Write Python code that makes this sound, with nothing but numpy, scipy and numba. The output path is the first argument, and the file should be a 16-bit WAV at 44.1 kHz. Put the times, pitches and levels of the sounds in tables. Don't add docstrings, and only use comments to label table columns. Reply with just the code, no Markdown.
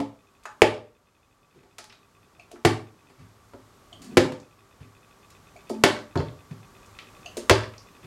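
import sys
import numpy as np
from scipy import signal
from scipy.fft import rfft, irfft
from scipy.io import wavfile
from scipy.ndimage import uniform_filter1d, map_coordinates
from numba import njit

SR = 44100
rng = np.random.default_rng(int(sys.argv[2]) if len(sys.argv) > 2 else 0)


def ratio(d):
    e = np.asarray(d, float) / 20
    return 10 ** e


def wav_out(sig):
    wavfile.write(sys.argv[1], SR, np.round(np.clip(np.atleast_2d(sig).T, -1, 1) * 32767).astype(np.int16))


N = 355446


def colour(x, points):
    hz, db = np.transpose(points)
    grid = np.arange(1, 4098) * SR / 8194
    log_gain = np.interp(np.log(grid), np.log(hz), db) * np.log(10) / 20
    cepstrum = irfft(log_gain)
    cepstrum[1:4096] *= 2
    cepstrum[4097:] = 0
    return signal.fftconvolve(x, irfft(np.exp(rfft(cepstrum))))[:len(x)]


def ring(x, modes):
    out = 0
    for k, (hz, db, t60) in enumerate(modes):
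        pole = np.exp(2j * np.pi * hz / SR - np.log(1000) / (t60 * SR))
        resonance = signal.lfilter([1], [1, -pole], x).imag
        out = out + (-1) ** k * ratio(db) * resonance
    return out


def vary(modes, amount=1):
    chance = amount * rng.standard_normal((len(modes), 2))
    return [(hz * (1 + 0.04 * u), db + 3 * v, t60) for (hz, db, t60), (u, v) in zip(modes, chance)]


def band(x, hz, octaves):
    low = hz * 2 ** (-octaves / 2)
    high = min(hz * 2 ** (octaves / 2), SR / 2.2)
    sos = signal.butter(2, [low, high], "band", fs=SR, output="sos")
    return signal.sosfilt(sos, x) / np.sqrt(2 * (high - low) / SR)


def add(track, s, x):
    i = int(s * SR)
    track[i:i + len(x)] += x[:max(len(track) - i, 0)]


def push(ms):
    hump = np.sin(np.pi * np.clip(np.arange(1024) / (ms * SR / 1000), 0, 1)) ** 2
    return hump / hump.sum()


def fade(ms):
    return np.exp(-np.arange(8192) / (ms * SR / 1000))


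def crackle(shape):
    x = rng.standard_normal(len(shape)) * shape
    for _ in range(5):
        spectrum = rfft(x)
        flat = irfft(spectrum / np.abs(spectrum))
        loudness = np.sqrt(np.abs(uniform_filter1d(flat ** 2, size=48)) + 1e-12)
        x = shape * flat / loudness
    return flat * (shape > 1e-3) * np.sqrt(np.sum(shape ** 2))


# pitch_hz [Hz], level_db [dB], t60_s [s]
BOOM_MODES = [(111.5, -39, .4), (222, -26, 0.31), (281, -19, 0.26), (302, -39, 0.37), (430, -29.5, 0.25),
              (540, -32.5, 0.29)]


def opening_boom():
    start = np.zeros(N)
    start[0] = 1
    return ring(start, vary(BOOM_MODES, 0.5))


# pitch_hz [Hz], level_db [dB per Hz]
HISS_COLOUR = [(15, -9), (40, 9), (105, -3), (160, -4), (330, -7), (700, -11.5), (1300, -10.5),
               (1700, -16.5), (3000, -21.5), (7300, -24), (11000, -30.5), (16000, -38)]
# pitch_hz [Hz], width_hz [Hz], level_db [dB]
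HUMS = [(103.7, 8.9, -69), (395.8, 18, -75), (1149, 66, -70)]
HISS_DB = -58.5
WHINE_HZ, WHINE_DRIFT_HZ, WHINE_DB = 11770, 12, -83


def hush():
    air = colour(rng.standard_normal(N), HISS_COLOUR)
    out = ratio(HISS_DB) * air / air.std()
    for hz, width, db in HUMS:
        out = out + ratio(db) * band(rng.standard_normal(N), hz, np.log2(1 + width / hz))
    drift = uniform_filter1d(rng.standard_normal(N), size=2000)
    pitch = WHINE_HZ + WHINE_DRIFT_HZ * drift / drift.std()
    whine = np.sqrt(2) * np.sin(2 * np.pi * np.cumsum(pitch) / SR)
    return out + ratio(WHINE_DB) * whine


# start_s [s], contact_db [dB], weight_db [dB], crack_db [dB]
ROCKS = [(0.001, -17, -24, -23.5), (0.6235, -6, -23, -6), (2.658, -12, -52, -39), (4.176, -17, -12.5, -10),
         (4.204, -22, -17, -22), (4.251, -21, -31, -34), (4.32, -35.5, -18, -30), (5.845, -26, -17, -15),
         (6.186, -34, -6, -43), (6.201, -25.5, -17.5, -41), (7.508, -11, -4.5, -23)]
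# start_s [s], contact_db [dB], contact_ms [ms], weight_db [dB],
# crack_db [dB], rattle_db [dB], favoured panel pitch_hz [Hz]
LANDINGS = [(0.619, 2, 0.51, -22, -2, -28, 452), (2.649, -8.5, 0.97, -3, -6.5, -38.5, 170),
            (4.1701, -5, 0.87, -7, -8.5, -33.5, 235), (5.837, -10.5, 0.76, -2, -4.5, -31, 468),
            (6.1557, -17, 0.87, -12, -34, -44.5, 248), (7.4957, -14.5, 0.81, -23, -9, -30, 747)]
# start_s [s], contact_db [dB], contact_ms [ms], weight_db [dB]
HANDS = [(1.536, -38, 2.8, -37), (1.631, -47, 1.1, -58), (3.095, -53, 1.53, -49), (3.18, -73.5, 2.7, -31),
         (3.535, -36, 0.9, -44.5), (4.799, -53, 2.17, -27.5), (6.509, -44.5, 1.3, -26),
         (8.03, -45, 2.3, -37)]
ROCK_CONTACT_MS, ROCK_CHATTER_MS = 0.94, 5
HAND_RUB_DB = -50


def blows():
    rows = []
    for s, contact_db, weight_db, crack_db in ROCKS:
        rows.append((s, contact_db, ROCK_CONTACT_MS, weight_db, crack_db, ROCK_CHATTER_MS))
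    landings = [row[:-2] for row in LANDINGS]
    hands = [(*hand, HAND_RUB_DB) for hand in HANDS]
    for s, contact_db, ms, weight_db, crack_db in landings + hands:
        rows.append((s, contact_db, ms, weight_db, crack_db, 7.5 * ms ** 1.5))
    return rows


# pitch_hz [Hz], level_db [dB], t60_s [s]
DESK_MODES = [(110, -6, 0.061), (212, -5.5, 0.031), (229.8, -5.5, 0.05), (274, 0, 0.04), (325, -0.5, 0.035),
              (379.6, -4, 0.08), (389, -0.5, 0.031), (518, -3.5, 0.059), (539.8, -1, 0.025),
              (619, 0, 0.029), (698, -5, 0.033), (739, 1, 0.02), (872.5, -6, 0.048), (1097, -8.5, 0.048),
              (1310, -18.5, 0.0051), (1760, -10.5, 0.0023), (2523, -15, 0.0044), (2820, -12.5, 0.0053)]
# pitch_hz [Hz], level_db [dB]
CRACK_COLOUR = [(400, 6), (1000, 5.5), (2500, 3), (4000, -3.5), (7000, -10), (11000, -16), (16000, -32)]
SPOT_DB, SPOT_OCTAVES = 3.5, 0.88
SHELL_DB = -38


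def panel_at(s):
    landed, favoured = np.transpose(LANDINGS)[[0, -1]]
    spot_hz = favoured[np.argmin(np.abs(landed - s))]
    modes = []
    for (hz, db, t60), (u, v) in zip(DESK_MODES, rng.standard_normal((len(DESK_MODES), 2))):
        hz = hz * (1 + 0.02 * u)
        boost_db = SPOT_DB * np.exp(-(np.log2(hz / spot_hz) / SPOT_OCTAVES) ** 2)
        modes.append((hz, db + 2.2 * v + boost_db, t60))
    return modes


def desk():
    wood, crack = np.zeros(N), np.zeros(N)
    for s, contact_db, ms, weight_db, crack_db, chatter_ms in blows():
        settle = fade(chatter_ms) * (1 - fade(ms ** 3))
        contact = 0.11 * crackle(settle)
        contact[0] = min(1, ms ** -2)
        hard = ratio(contact_db) * np.convolve(contact, push(ms))
        force = np.pad(hard, (0, 8192))
        add(force, 0, ratio(weight_db) * np.convolve(contact, push(5.2)))
        add(wood, s, ratio(-5.0) * ring(force, panel_at(s)))
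        add(wood, s, -ratio(38.5) * np.diff(hard))
        snap = ratio(crack_db) * crackle(settle)
        shell_modes = vary(BOTTLE_MODES + WALL_MODES)[6:]
        add(crack, s, snap + ratio(SHELL_DB) * ring(snap, shell_modes))
    return wood + colour(crack, CRACK_COLOUR)


# pitch_hz [Hz], level_db [dB], t60_s [s]
ROOM_MODES = [(108.6, -56.5, 0.39), (131, -59.5, .25), (224.3, -58, 0.45), (385, -58.5, .35),
              (595, -59.5, 0.44)]
# pitch_hz [Hz], t60_s [s]
ECHO_BANDS = [(350, 0.38), (1000, 0.33), (2800, 0.26), (6000, 0.29), (12000, 0.033)]
ECHO_DB, FIRST_WALL_MS = -4, 2.7


def room(x):
    t = np.arange(int(0.6 * SR)) / SR
    tail = 0
    for hz, t60 in ECHO_BANDS:
        tail = tail + band(rng.standard_normal(len(t)), hz, 1.66) * hz ** 0.5 * ratio(-60 * t / t60)
    spectrum = rfft(tail)
    power = np.abs(spectrum) ** 2
    evening = np.sqrt(uniform_filter1d(power, size=400) / uniform_filter1d(power, size=60))
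    tail = irfft(spectrum * evening, len(t))
    build_up = np.clip(1000 * t / FIRST_WALL_MS, 0, 1) ** 2
    fade_out = np.clip(10 * (0.5 - t), 0, 1)
    tail = tail * build_up * fade_out
    tail = tail / np.sqrt(np.sum(tail ** 2))
    return ratio(ECHO_DB) * signal.fftconvolve(x, tail)[:N] + ring(x, ROOM_MODES)


MOTOR_RUNS = [(4, 5, 2), (21, 10, 2.28), (47.4, 3, 2.8), (55.3, 4, 2.3), (71.2, 3, 2.5), (102, 1, 2),
              (110, 3, 2), (117.4, 4, 2.6), (127, 5, 3), (141, 2, 2), (152, 1, 2), (156, 5, 3), (170, 3, 3),
              (178, 2, 2), (196, 3, 2)]
# pitch_hz [Hz], level_db [dB], t60_s [s]
SHELL_MODES = [(2524, -1.5, 0.032), (3540, -4.5, 0.049), (2050, -7, 0.011)]
CLOCK_S, CLOCK_START_S, TICK_PAIR_S = 0.04, 0.0305, 0.016
TICK_DB = -50.5


def lens_motor():
    ticks = np.zeros(N)
    for first, steps, pace in MOTOR_RUNS:
        for beat in np.round(first + pace * np.arange(steps)):
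            start, stop = ratio(TICK_DB + 0.5 * rng.standard_normal(2))
            s = CLOCK_START_S + beat * CLOCK_S
            add(ticks, s, start * push(0.34))
            add(ticks, s + TICK_PAIR_S, stop * push(0.36))
    return ring(ticks, SHELL_MODES)


# start_s [s], level_db [dB], fade_ms [ms]
SPRAYS = [(0.435, -53, 6.4), (0.454, -45.5, 7.5), (2.515, -46.5, 4.8), (4.018, -55, 25), (4.044, -56, 16),
          (5.303, -52.5, 4.5), (5.695, -49.5, 15.3), (7.369, -44.5, 11.8)]
# pitch_hz [Hz], width [octaves], body_db [dB]
SPRAY_SOUND = (3200, 3.1, -30)
# start_s [s], level_db [dB], pitch_hz [Hz], width [octaves], fade_ms [ms]
SLAPS = [(0.454, -30.5, 1178, 0.99, 5.5), (0.49, -45, 1244, 0.42, 4.56), (2.513, -50.5, 635, 0.56, 7),
         (2.529, -53.5, 332, 0.71, 9), (2.557, -49.5, 1020, 1.5, 5.7), (5.699, -31.5, 422, 1.84, 2.03),
         (7.369, -23.5, 436, 1.15, 0.28)]
# start_s [s], level_db [dB], pitch_hz [Hz], width [octaves], fade_ms [ms]
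SNAPS = [(1.783, -35, 2315, 3.4, 8.1), (1.809, -51, 5500, .3, 4.6), (1.841, -41, 3000, 3.1, 3.2),
         (1.849, -51, 4300, 0.29, 2.9), (1.895, -49.5, 5300, .2, 4), (1.898, -45.5, 2180, 1.25, 6.2),
         (1.924, -45, 1980, 2.2, 5.4), (1.927, -54.5, 3820, 0.15, 5), (1.952, -54, 3470, 0.63, 3),
         (4.304, -68, 9000, 1.3, 2.3), (4.4, -50, 5700, 0.85, 3.1), (6.86, -59, 6500, 0.73, 3.5),
         (6.988, -39.5, 2394, 1.27, 2.6), (7.737, -49, 1590, 1.5, 3.9), (7.78, -47, 5200, 0.4, 3.7)]
# start_s [s], note_db [dB], click_db [dB], click pitch_hz [Hz]
RELEASES = [(2.396, -54.5, -44.5, 2510), (3.928, -56, -45.5, 3115), (5.563, -53, -53, 2350),
            (7.259, -52.5, -44, 2780)]
# pitch_hz [Hz], width [octaves], fade_ms [ms], body_db [dB]
NOTE_SOUND = (664, 0.3, 12, -15)
# width [octaves], fade_ms [ms], body_db [dB]
CLICK_SOUND = (0.18, 5.9, -10)
SLAP_BODY_DB, SNAP_BODY_DB = 2.5, 3
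NOTE_LEAD_S = 0.00692


def bursts():
    rows = [(*slap, SLAP_BODY_DB) for slap in SLAPS]
    rows += [(*snap, SNAP_BODY_DB) for snap in SNAPS]
    spray_hz, spray_octaves, spray_body_db = SPRAY_SOUND
    rows += [(s, db, spray_hz, spray_octaves, ms, spray_body_db) for s, db, ms in SPRAYS]
    for s, note_db, click_db, click_hz in RELEASES:
        rows.append((s - NOTE_LEAD_S, note_db, *NOTE_SOUND))
        rows.append((s, click_db, click_hz, *CLICK_SOUND))
    return rows


# pitch_hz [Hz], level_db [dB], t60_s [s]
BOTTLE_MODES = [(221.4, -5.5, 1), (265, -3, 0.16), (345, -5, 0.15), (388, -0.5, 0.07), (615, 0, 0.027),
                (840, -10.5, 0.21), (1246, -7.5, 0.05), (1735, -6.5, 0.035), (2337, -9, 0.068),
                (2894, -4, 0.0078)]
BURST_ATTACK_MS = 0.24
BODY_SAG, BODY_SAG_S = 0.06, 0.08


def bottle():
    out = np.zeros(N)
    after = np.arange(16384) / SR
    sagging = (after + BODY_SAG * BODY_SAG_S * (1 - np.exp(-after / BODY_SAG_S))) * SR
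    for s, db, hz, octaves, ms, body_db in bursts():
        shape = fade(ms) * (1 - fade(BURST_ATTACK_MS))
        burst = ratio(db) * band(crackle(shape), hz, octaves)
        body = ring(np.pad(burst, (0, len(burst))), vary(BOTTLE_MODES, 0.5))
        add(out, s, burst)
        add(out, s, ratio(body_db - 33) * map_coordinates(body, [sagging]))
    return out


# pitch_hz [Hz], level_db [dB], t60_s [s]
WALL_MODES = [(2860, -1, 0.0039), (4460, 1.5, 0.0067), (5500, -0.5, 0.0034), (6670, 0.5, 0.0085),
              (8500, -2, 0.0064), (8640, -4, 0.0027)]
SPRAY_WALL_DB, CLICK_WALL_DB = -22, -26


def wall():
    out = np.zeros(N)
    rows = [(s, db + SPRAY_WALL_DB, ms) for s, db, ms in SPRAYS]
    rows += [(s, click_db + CLICK_WALL_DB, CLICK_SOUND[1]) for s, _, click_db, _ in RELEASES]
    for s, db, ms in rows:
        burst = ratio(db) * rng.standard_normal(8192) * fade(ms)
        add(out, s, ring(burst, vary(WALL_MODES)))
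    return out


RATTLE_TICKS, RATTLE_SPAN_MS, RATTLE_FADE_MS = 24, 160, 2
RATTLE_FALL_DB, RATTLE_SCATTER_DB = 26, 4


def rattle():
    out = np.zeros(N)
    for s, *_, rattle_db, _ in LANDINGS:
        for late, size, pitch in rng.random((RATTLE_TICKS, 3)):
            db = rattle_db - RATTLE_FALL_DB * late - RATTLE_SCATTER_DB * np.log(size)
            grit = rng.standard_normal(2048) * fade(RATTLE_FADE_MS)[:2048]
            tick = band(grit, 900 * 2 ** (2.3 * pitch), 0.9)
            add(out, s + 0.012 + late * RATTLE_SPAN_MS / 1000, ratio(db) * tick)
    return out


# time_s [s], level_db [dB], pitch_hz [Hz]
SURGE_PATH = [(3.928, -64, 294), (4.022, -52.5, 265), (4.07, -55.5, 223.8), (4.122, -44, 247.5),
              (4.165, -52.5, 254), (4.18, -77, 268)]


def water_surge():
    s, db, hz = np.transpose(SURGE_PATH)
    t = np.arange(N) / SR
    swell = uniform_filter1d(rng.standard_normal((2, N)), size=600)
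    turn = np.exp(2j * np.pi * np.cumsum(np.interp(t, s, hz)) / SR)
    level = ratio(np.interp(t, s, db, -150, -150))
    return level * (turn * (swell[0] + 1j * swell[1])).real / swell.std()


def scene():
    near = desk() + bottle() + wall() + rattle() + water_surge()
    return (near + room(near) + opening_boom() + hush() + lens_motor())[None]


@njit
def gain_control(x, start_db, rise_db, fall_db, limit):
    y, db = np.empty(len(x)), start_db
    for i in range(len(x)):
        y[i] = x[i] * 10 ** (db / 20)
        db += rise_db - fall_db * max(abs(y[i]) - limit, 0.)
    return y


def low_pass(x):
    return signal.sosfilt(signal.butter(12, 16520, fs=SR, output="sos"), x)


MIC_LOW_HZ, TOP_HZ = 75, 16000


def record(dry):
    mic = signal.sosfilt(signal.butter(2, MIC_LOW_HZ, "high", fs=SR, output="sos"), dry[0])
    level = gain_control(mic, -3.0, 4.1 / SR, 2600. / SR, 0.25)
    overloaded = np.clip(level, -1, 1)
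    mix = signal.sosfilt(signal.ellip(8, 0.2, 60, TOP_HZ, fs=SR, output="sos"), overloaded)
    return low_pass(mix[None])


dry = scene()
out = record(dry)
wav_out(out)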